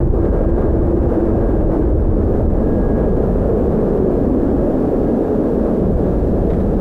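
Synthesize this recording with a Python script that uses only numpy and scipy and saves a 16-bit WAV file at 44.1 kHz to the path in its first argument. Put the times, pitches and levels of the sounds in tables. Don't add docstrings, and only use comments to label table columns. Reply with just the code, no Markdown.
import sys
import numpy as np
from scipy import signal
from scipy.fft import rfft, irfft, next_fast_len
from scipy.io import wavfile
from scipy.ndimage import uniform_filter1d, map_coordinates

SR = 44100
rng = np.random.default_rng(int(sys.argv[2]) if len(sys.argv) > 2 else 0)


def transcribe(u):
    v = np.clip(np.atleast_2d(u).T, -1, 1)
    q = np.round(v * 32767).astype(np.int16)
    wavfile.write(sys.argv[1], SR, q)


N = 300179

# (frequency [Hz], relative level [dB])
HISS_SPECTRUM = [(800, -13), (2500, 9.5), (4000, 4), (6500, -0.5), (11000, -2), (15500, -4)]
# (frequency [Hz], relative level [dB])
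LARGE_EDDY_SPECTRUM = [(8, -22.5), (22, -1), (42, 2), (68, -4.5), (100, -14.5), (150, -26), (300, -32),
                       (1000, -90)]
# (frequency [Hz], relative level [dB])
SMALL_EDDY_SPECTRUM = [(30, -18), (62, 1.5), (85, 1.5), (120, -4), (170, -14.5), (300, -26.5),
                       (1000, -80.5)]
# (time [s], level [dB])
BREEZE_TRACK = [(0, -10.5), (0.75, -14.5), (1.3, -15.5), (2.1, -12.5), (2.9, -16), (3.9, -20.5),
                (4.7, -24.5), (5.25, -29), (5.6, -24), (6.0, -17), (6.8, -20)]
# (time [s], gain [dB])
GUSTS_AND_LULLS = [(0.092, 7.5), (0.52, 7.5), (0.62, -1), (0.83, 3.5), (0.93, -1.5), (1.07, 6),
                   (1.15, -4.5), (1.24, -6), (1.41, 3), (1.67, 6), (1.75, -6), (1.95, 4.5), (2.069, 5.5),
                   (2.48, 5), (3.17, 2.5), (3.24, -3), (4.32, 3), (4.58, 4), (4.78, -3.5), (5.0, 5.5),
                   (5.75, -7.5), (5.96, 5), (6.04, -6.5)]
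# (frequency [Hz], relative level [dB])
CRUNCH_SPECTRUM = [(500, -10), (1100, 6), (1400, 6), (1800, 7), (2300, -3), (3100, -10), (3800, -7),
                   (4500, -17), (9000, -26), (15000, -37)]
# (start time [s], level [dB], twice the rise time [s])
TICKS_AND_CRUNCHES = [(0.247, -39.5, .010), (6.05, -52, .06), (6.501, -38, .007), (6.512, -40.5, .004),
                      (6.533, -37, .004), (6.541, -41, .004), (6.565, -49, .005), (6.601, -39.5, .005),
                      (6.610, -40, .004)]
# (time [s], peak level [dB], half length [s])
FAN_SWELLS = [(0.5, -44, 0.34), (1.48, -46.5, 0.2), (2.9, -43, 0.3)]
# (time [s], centre frequency [Hz], level [dB])
BOOM_TRACK = [(0, 199.9, -31.5), (2.4, 206.1, -23.5), (2.7, 221.6, -15.5), (3.1, 199.2, -21.5),
              (3.9, 209.6, -25), (4.3, 255, -19), (4.75, 272.2, -21.5), (5.1, 270.1, -18),
              (5.5, 251.6, -21.5), (5.9, 195, -18.5), (6.2, 188.1, -27.5), (6.6, 181.9, -22)]
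# (time [s], centre frequency [Hz], level [dB])
HOWL_TRACK = [(0, 399, -25), (2.2, 400, -28), (3.45, 470.2, -21.5), (3.95, 420, -18.5), (4.2, 334.9, -20.5),
              (4.55, 320.6, -21), (4.8, 437.7, -32), (5.3, 445.3, -21), (5.8, 439.8, -27.5),
              (6.8, 457, -30)]
# (time [s], centre frequency [Hz], level [dB])
DRONE_TRACK = [(0, 338.3, -17.5), (0.5, 338.2, -22.5), (0.9, 336.6, -13.5), (1.22, 335, -16.5),
               (1.36, 331.7, -24.5), (1.85, 321, -16.5), (2.55, 332, -23), (2.9, 330, -36.5)]
# (frequency [Hz], relative level [dB])
ROAR_SPECTRUM = [(30, -22.5), (80, -8), (130, -5), (210, 0), (290, -1), (380, 0), (500, -1.5), (620, -6.5),
                 (760, -15.5), (950, -27), (1500, -53), (3000, -100)]
# (frequency [Hz], relative level [dB])
RUSH_SPECTRUM = [(400, -27), (750, 7), (950, 1), (1200, -1.5), (1500, -8), (1720, -10.5), (2000, -18.5),
                 (2600, -28), (4000, -41), (8000, -59.5)]
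# (time [s], gain [dB])
RUSH_SURGES = [(0.62, 1.5), (1.29, 0), (2.45, -2), (2.648, -0.5), (3.0, 3.5), (3.76, 1.5), (5.66, 2.5),
               (6.05, 2)]

HISS_DB = -56.5
WIND_LIFT_DB = 1.0
GUST_HALF_S, SURGE_HALF_S = 0.048, 0.05
SMALL_EDDIES_DB, SMALL_EDDIES_GROW = -1, 0.35
TYRES_S, TYRES_HALF_S, TYRES_DB = 6.4, 2.2, -55.5
FAN_START_HZ, FAN_END_HZ, BRAKE_MID_S, BRAKE_S = 1615, 1656, 2.45, 0.55
FAN_DB, SECOND_FAN_DB, SECOND_FAN_BELOW_HZ = -59, -59, 33
RUMBLE_S, RUMBLE_HALF_S, RUMBLE_HZ, RUMBLE_DB = 3.6, 1.2, 139, -27
ROAR_DB, ROAR_FADE_DB_PER_S = -15, 0.3453
RUSH_DB, RUSH_FADE_DB_PER_S = -31, 0.94
TOP_HZ = 15730


def amp(db):
    return 10 ** (np.asarray(db) / 20)


def unit(x):
    return x / np.sqrt(np.mean(np.abs(x) ** 2) + 1e-20)


def curves(rows):
    times, *columns = np.transpose(rows)
    return [np.interp(np.arange(N) / SR, times, column) for column in columns]


def wobble(rate):
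    knots = rng.standard_normal(int(N * rate / SR) + 4)
    return map_coordinates(knots, [np.arange(N) * rate / SR])


def bump(s, half_s):
    return np.exp(-((np.arange(N) / SR - s) / half_s) ** 2)


def step(s, rise_s):
    return .5 + .5 * np.tanh((np.arange(N) / SR - s) / (2 * rise_s))


def fading(start, per_s):
    return start - per_s * np.arange(N) / SR


def pulse(age):
    return 2 * age * np.exp(1 - 2 * age)


def filtered(x, response):
    size = next_fast_len(N + SR // 2)
    spectrum = rfft(x, size) * response(np.fft.rfftfreq(size, 1 / SR))
    return irfft(spectrum, size)[:N]


def coloured(x, spectrum):
    f, db = np.transpose(spectrum)
    return unit(filtered(x, lambda hz: amp(np.interp(np.log(hz + 1), np.log(f), db))))


def turbulence(patchy_db):
    bands = signal.stft(rng.standard_normal(N), nperseg=1024)[2]
    field = rng.standard_normal(bands.shape)
    field = uniform_filter1d(field, size=9, axis=0)
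    field = uniform_filter1d(field, size=10, axis=1)
    return signal.istft(bands * amp(patchy_db * unit(field)))[1][:N]


def resonance(centre_hz, width_hz):
    def skirt(hz):
        return 1 / (1 + (2 * hz / width_hz) ** 2)
    in_phase = filtered(rng.standard_normal(N), skirt)
    quadrature = filtered(rng.standard_normal(N), skirt)
    carrier = np.exp(2j * np.pi * np.cumsum(centre_hz) / SR)
    return unit(np.real((in_phase + 1j * quadrature) * carrier))


def hiss():
    return amp(HISS_DB) * coloured(rng.standard_normal(N), HISS_SPECTRUM)


def wind():
    breeze_db, = curves(BREEZE_TRACK)
    gust_db = sum(db * bump(s, GUST_HALF_S) for s, db in GUSTS_AND_LULLS)
    buffet = amp(breeze_db + 1.3 * wobble(10) + gust_db)
    air = rng.standard_normal(N)
    large = coloured(air, LARGE_EDDY_SPECTRUM)
    small_gain = amp(SMALL_EDDIES_DB) * buffet ** SMALL_EDDIES_GROW
    eddies = unit(large + small_gain * coloured(air, SMALL_EDDY_SPECTRUM))
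    strength = np.sqrt(np.abs(uniform_filter1d(eddies ** 2, size=3000)) + 0.12)
    return amp(WIND_LIFT_DB) * buffet * unit(eddies / strength)


def tyres():
    return amp(TYRES_DB) * bump(TYRES_S, TYRES_HALF_S) * coloured(rng.standard_normal(N), CRUNCH_SPECTRUM)


def ticks_and_crunches():
    t = np.arange(N) / SR
    pressure = sum(amp(db) * pulse(np.maximum(t - s, 0) / length) for s, db, length in TICKS_AND_CRUNCHES)
    cracks = rng.standard_normal(N) * (rng.random(N) < .2)
    return pressure * coloured(cracks, CRUNCH_SPECTRUM)


def fan(pitch_hz, level, waver_hz, flicker_db):
    phase = 2 * np.pi * np.cumsum(pitch_hz + waver_hz * wobble(30)) / SR
    return level * amp(flicker_db * wobble(13)) * unit(np.sin(phase))


def whine():
    pitch_hz = FAN_START_HZ + (FAN_END_HZ - FAN_START_HZ) * step(BRAKE_MID_S, BRAKE_S)
    swell_power = sum((amp(db) * bump(s, half_s)) ** 2 for s, db, half_s in FAN_SWELLS)
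    level = np.sqrt(amp(FAN_DB) ** 2 + swell_power)
    first = fan(pitch_hz, level, waver_hz=1.2, flicker_db=1)
    second = fan(pitch_hz - SECOND_FAN_BELOW_HZ, amp(SECOND_FAN_DB), waver_hz=3, flicker_db=2.5)
    return first + second


def swell(track, width_hz, patchy_db):
    centre_hz, db = curves(track)
    return amp(db + patchy_db * wobble(14)) * resonance(centre_hz, width_hz)


def swells():
    rumble_tone = resonance(np.full(N, RUMBLE_HZ), width_hz=25)
    rumble = amp(RUMBLE_DB) * bump(RUMBLE_S, RUMBLE_HALF_S) * rumble_tone
    boom = swell(BOOM_TRACK, width_hz=76, patchy_db=1.4)
    howl = swell(HOWL_TRACK, width_hz=118, patchy_db=1.1)
    drone = swell(DRONE_TRACK, width_hz=36, patchy_db=0.5)
    return rumble + boom + howl + drone


def jets(roar_db, rush_db):
    flutter_db = .5 * wobble(19)
    roar = amp(roar_db + flutter_db) * coloured(turbulence(patchy_db=0.66), ROAR_SPECTRUM)
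    rush_gain = amp(rush_db + flutter_db + 0.42 * wobble(45))
    rush = rush_gain * coloured(turbulence(patchy_db=0.5), RUSH_SPECTRUM)
    return roar + rush


def compressor(x, threshold_db, knee_db, share):
    level_db = 10 * np.log10(np.abs(uniform_filter1d(x ** 2, size=1500)) + 1e-12)
    over_db = knee_db * np.logaddexp(0, (level_db - threshold_db) / knee_db)
    return x * amp(-np.clip(share, 0, 1) * uniform_filter1d(over_db, size=900))


def scene():
    near = hiss() + wind() + tyres() + ticks_and_crunches()
    surge_db = sum(db * bump(s, SURGE_HALF_S) for s, db in RUSH_SURGES)
    roar_db = fading(ROAR_DB, ROAR_FADE_DB_PER_S)
    rush_db = fading(RUSH_DB, RUSH_FADE_DB_PER_S) + surge_db
    engines = whine() + swells() + jets(roar_db, rush_db)
    return (near + engines)[None]


def record(dry):
    held = compressor(dry[0], threshold_db=-14.5, knee_db=0.78, share=0.86)
    opening = step(.004, .0005)
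    return filtered(held * opening, lambda hz: hz < TOP_HZ)[None]


dry = scene()
out = record(dry)
transcribe(out)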